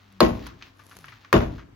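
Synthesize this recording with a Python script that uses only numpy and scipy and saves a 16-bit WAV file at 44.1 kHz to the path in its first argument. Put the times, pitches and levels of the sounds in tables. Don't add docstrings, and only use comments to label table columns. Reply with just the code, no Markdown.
import sys
import numpy as np
from scipy import signal
from scipy.fft import rfft, irfft
from scipy.io import wavfile
from scipy.ndimage import uniform_filter1d

SR = 44100
rng = np.random.default_rng(int(sys.argv[2]) if len(sys.argv) > 2 else 0)


def materialize(psi):
    bounded = np.clip(np.atleast_2d(psi).T, -1, 1)
    quanta = np.round(bounded * 32767).astype(np.int16)
    wavfile.write(sys.argv[1], SR, quanta)


N = 77175
T = np.arange(N) / SR
HZ = np.fft.rfftfreq(N, 1 / SR)

# pitch_hz, likeness
EAR_LIKENESS = [(50, 1), (250, 0.7), (500, -0.4), (1100, .05), (5000, -0.1), (12000, .5)]
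# pitch_hz, level_db
AIR_TONE = [(25, 1), (110, -7.5), (300, -11), (560, -17), (1100, -12.5), (3500, -26),
            (7000, -35), (9000, -43)]
# pitch_hz, level_db
HUM_NOTES = [(99, -57), (268, -67.5)]
# start_s, length_s, from_hz, to_hz, level_db
SINKING_TONES = [(.03, 0.58, 209.2, 167.3, -48), (.91, .33, 238, 104.9, -54)]
# time_s, level_db
TRICKLE_LEVELS = [(0, -62.5), (.19, -65), (.46, -48), (.55, -67), (.66, -54), (.74, -71), (1.13, -57.5),
                  (1.3, -65), (1.58, -57.5), (1.7, -91)]
# pitch_hz, level_db
GRIT_TONE = [(500, -2.5), (1200, 3.5), (4000, 1), (6500, -9), (8500, -28), (16000, -15)]
# start_s, level_db
GRIT_SPECKS = [(0.125, -53.5), (.4695, -34.5), (0.866, -45.5), (0.895, -48), (0.9679, -37), (.988, -40),
               (1.058, -46.5), (1.378, -37.5)]
# pitch_hz, level_db
SAND_TONE = [(300, 4.5), (2000, -7.5), (6500, -7), (8500, -18), (10500, -4.5), (14500, -17.5), (16000, -32)]
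# start_s, level_db, tick_db, grit_db, boom_db, pitch_hz, hardness_db (per octave),
# snap_hz, snap_width_hz, snap_db, thud_db, thud_delay_s
HAMMER_BLOWS = [(0.2050, 1, -1, -3, 1, 1095, -3, 4214, 449, -12, -1, 0.00097),
                (1.3286, 0.5, -7.5, -4.5, 4.5, 1130, 3, 1530, 670, -12, -0.5, 0.00295)]
# pitch_hz, level_db
TICK_TONE = [(1500, -2), (4400, 12.5), (6200, -20), (8600, -30.5), (10500, 5), (12500, 5), (16500, -7.5)]
# pitch_ratio, level_db, rise_s, fade_s
BRICK_NOTES = [(0.548, -5, 0.0026, 0.022), (0.931, -11, 0.0018, 0.016), (1.061, 6.5, 0.002, 0.0091),
               (1.42, -11.5, 0.0018, 0.024), (1.9, -10, 0.0014, 0.011)]
# pitch_hz, level_db, rise_s, fade_s
YARD_BANDS = [(54.2, -32, 0.034, 0.9), (113, -27, 0.03, 0.6), (291, -25, 0.0088, 0.68),
              (501, -21.5, 0.0028, 0.46), (1048, -25.5, 0.00067, 0.4), (2070, -32.5, 0.00082, 0.4),
              (4420, -35.5, .002, 0.31), (6450, -44, 0.00091, 0.43)]
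# pitch_hz, level_db, rise_s, fade_s
WALL_NOTES = [(51.2, -21, 0.087, 0.49), (61.66, -19, 0.048, 0.57), (85.35, -25.5, 0.05, 0.6),
              (126.2, -22, 0.032, 0.65), (185, -16, 0.022, 0.32), (238, -10.5, 0.033, 0.37),
              (328.2, -10.5, 0.013, 0.25), (365.9, -13, 0.0015, 0.22), (423.3, -18.5, 0.0034, 0.33),
              (607.7, -19, 0.0044, 0.26), (643.5, -14.5, 0.013, 0.2), (1067, -23.5, 0.0046, 0.29)]
# delay_s, width_s, change_db
HOUSE_SWELLS = [(0.028, 0.044, 5.5), (0.06, 0.011, -2.5), (.095, 0.015, 4)]
# delay_s, level_db
CRACK_ECHOES = [(.021, -9), (0.026, -14)]
# start_s, level_db, pitch_hz, scatter_s
CHIP_FALLS = [(.261, -26.5, 3070, 0.0045), (0.4654, -27, 1010, 0.0049), (0.612, -38.5, 1596, 0.0057),
              (0.623, -33, 3150, 0.0053), (0.7929, -44, 1060, 0.026), (0.912, -43, 1340, 0.029),
              (1.0426, -32, 1370, 0.0016), (1.082, -33.5, 2050, 0.0055), (1.1227, -38.5, 1560, 0.0076),
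              (1.1688, -47, 2200, 0.0013), (1.2471, -36.5, 1560, 0.0024), (1.378, -26.5, 3370, 0.004),
              (1.404, -23, 1290, 0.0023), (1.581, -40, 1266, 0.031)]
# pitch_hz, level_db
CHIP_TONE = [(200, -1), (750, -9), (1100, 1.5), (2200, -0.5), (4000, -6.5), (6300, -10), (8500, -36.5),
             (16000, -32)]

BOOM_BELOW_HZ, BRIGHT_ABOVE_HZ = 120, 3000


def gain(db):
    return 10 ** (np.asarray(db) / 20)


def unit_level(sound):
    return sound / np.sqrt(np.mean(sound ** 2) + 1e-20)


def curve(points):
    hz, value = np.transpose(points)
    return np.interp(np.log(HZ + 1), np.log(hz + 1), value)


def add(mix, start_s, sound):
    part = mix[:, max(round(start_s * SR), 0):]
    part += sound[..., :part.shape[1]]


def swell(rise_s, fade_s):
    return (1 - np.exp(-T / max(rise_s, 1e-5))) * gain(-60 * T / fade_s)


def noise(tone):
    left, other = rfft(rng.standard_normal((2, N)))
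    likeness = np.clip(curve(EAR_LIKENESS), -1, 1)
    right = likeness * left + np.sqrt(1 - likeness ** 2) * other
    return unit_level(irfft(np.array([left, right]) * tone, N))


def colour(sound, tone_db):
    cepstrum = irfft(np.log(gain(tone_db)), N)
    fold = np.where(np.arange(N) < N // 2, 2., 0)
    fold[0] = 1
    taps = irfft(np.exp(rfft(cepstrum * fold)), N)[:2048]
    return signal.fftconvolve(sound, taps[None] / np.linalg.norm(taps), axes=1)[:, :N]


def grains(per_s=2500, spread_db=2.8):
    size = gain(spread_db * np.minimum(rng.exponential(1, N), 4))
    lands = rng.random(N) < per_s / SR
    return unit_level(size * lands * (rng.choice([-1, 1], N) + .5 * rng.standard_normal((2, N))))


def background(air_db=-58, waver=0.013):
    out = gain(air_db) * noise(gain(curve(AIR_TONE)))
    for hz, db in HUM_NOTES:
        drift = noise(HZ < 8)[0]
        out += gain(db) * np.sin(2 * np.pi * np.cumsum(hz * (1 + waver * drift)) / SR)
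    for start_s, length_s, from_hz, to_hz, db in SINKING_TONES:
        progress = np.minimum(T / length_s, 1)
        hz = to_hz + (from_hz - to_hz) * (1 - progress) ** 2
        add(out, start_s, gain(db) * np.sin(np.pi * progress) * np.sin(2 * np.pi * np.cumsum(hz) / SR))
    return out


def falling_grit(hiss_start_s=.74, hiss_length_s=0.41, hiss_db=-58.5):
    flow = gain(np.interp(T, *np.transpose(TRICKLE_LEVELS)))
    out = colour(grains() * flow, curve(GRIT_TONE))
    hiss = colour(grains(per_s=2000, spread_db=3.6), curve(SAND_TONE))
    arch = np.sin(np.pi * np.minimum(T / hiss_length_s, 1))
    add(out, hiss_start_s, gain(hiss_db) * arch * hiss)
    for start_s, db in GRIT_SPECKS:
        add(out, start_s, gain(db) * swell(0, fade_s=.014) * noise(gain(curve(SAND_TONE))))
    return out


def brick_crack(tick_db, pitch_hz, hardness_db, snap_hz, snap_width_hz, snap_db):
    clack = np.zeros(N)
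    for ratio, db, rise_s, fade_s in BRICK_NOTES:
        note = np.sin(2 * np.pi * pitch_hz * ratio * T)
        clack += gain(db + hardness_db * np.log2(ratio)) * swell(rise_s, fade_s) * note
    contact = swell(0, fade_s=.004) * rng.choice([-1., 1.], (1, N))
    tick = gain(tick_db - 16.5) * colour(contact, curve(TICK_TONE))
    snap_band = np.exp(-((HZ - snap_hz) / snap_width_hz) ** 2)
    snap = gain(snap_db) * swell(0, fade_s=0.013) * noise(snap_band)
    out = clack + tick + snap
    add(out, .0028, gain(-3) * (tick + snap))
    return out


def mortar_spray(grit_db, band_hz=(9900, 14000)):
    fizz = signal.sosfilt(signal.butter(5, band_hz, "band", fs=SR, output="sos"), grains())
    return gain(grit_db - 43.5) * swell(0, fade_s=0.36) * unit_level(fizz)


def yard_ring(grit_db, boom_db, top_hz=7200, ripple_db=2.8, flutter_db=2):
    ripple = unit_level(uniform_filter1d(rng.standard_normal(len(HZ)), size=130))
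    ripple *= np.minimum(HZ / 1000, 1)
    tone = gain(ripple_db * ripple) / (1 + (HZ / top_hz) ** 40)
    flutter = unit_level(gain(flutter_db * noise(HZ < 150)[0]))
    centres_hz = [row[0] for row in YARD_BANDS]
    out = np.zeros((2, N))
    for hz, db, rise_s, fade_s in YARD_BANDS:
        band = curve([(centre, centre == hz) for centre in centres_hz])
        level_db = db + grit_db * (hz > BRIGHT_ABOVE_HZ) + boom_db * (hz < BOOM_BELOW_HZ)
        out += gain(level_db) * swell(rise_s, fade_s) * noise(band * tone)
    return out * flutter


def wall_thud(boom_db, wide_above_hz=436):
    out = np.zeros((2, N))
    for i, (hz, db, rise_s, fade_s) in enumerate(WALL_NOTES):
        ear_shift = np.array([[0], [np.pi / 2]]) * min((hz / wide_above_hz) ** 2, 1)
        note = (-1) ** i * np.sin(2 * np.pi * hz * T - ear_shift)
        out += gain(db + boom_db * (hz < BOOM_BELOW_HZ)) * swell(rise_s, fade_s) * note
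    return gain(-5) * out


def hammer_blows(echo_top_hz=600):
    out = np.zeros((2, N))
    house = gain(sum(db * np.exp(-((T - delay) / width) ** 2) for delay, width, db in HOUSE_SWELLS))
    for start_s, db, tick_db, grit_db, boom_db, *brick, thud_db, thud_delay_s in HAMMER_BLOWS:
        crack = brick_crack(tick_db, *brick)
        add(out, start_s, gain(db) * (crack + mortar_spray(grit_db) + house * yard_ring(grit_db, boom_db)))
        add(out, start_s + thud_delay_s, gain(db + thud_db) * house * wall_thud(boom_db))
        echo = signal.lfilter(*signal.butter(1, echo_top_hz, fs=SR), crack)
        sides = [[.5], [1]], [[1], [.5]]
        for (delay_s, echo_db), side in zip(CRACK_ECHOES, sides):
            add(out, start_s + delay_s, gain(db + echo_db) * echo * side)
    return out


def mortar_chips(peak_db=10.5, width_octaves=0.99):
    out = np.zeros((2, N))
    for start_s, db, hz, scatter_s in CHIP_FALLS:
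        octaves_away = np.log2((HZ + 1) / hz)
        tone_db = curve(CHIP_TONE) + peak_db * np.exp(-(octaves_away / width_octaves) ** 2)
        landing = colour(grains() * swell(0, fade_s=.009 + np.log(1000) * scatter_s), tone_db)
        tail = gain(-10.5) * swell(rise_s=0.0021, fade_s=.3) * noise(gain(tone_db))
        add(out, start_s, gain(db - 5.5) * (landing + tail))
    return out


def scene(lean_db=1.14):
    mix = hammer_blows() + mortar_chips() + falling_grit() + background()
    return mix * gain([[lean_db], [-lean_db]])


def record(dry, low_cut_hz=42.8, ceiling=.95, high_cut_hz=16500):
    thinned = signal.sosfilt(signal.butter(5, low_cut_hz, "high", fs=SR, output="sos"), dry)
    rounded = thinned / (1 + (thinned / ceiling) ** 6) ** (1 / 6)
    treble_cut = signal.firwin(511, high_cut_hz, window=("kaiser", 9), fs=SR)
    return signal.oaconvolve(rounded, treble_cut[None], "same")


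dry = scene()
out = record(dry)
materialize(out)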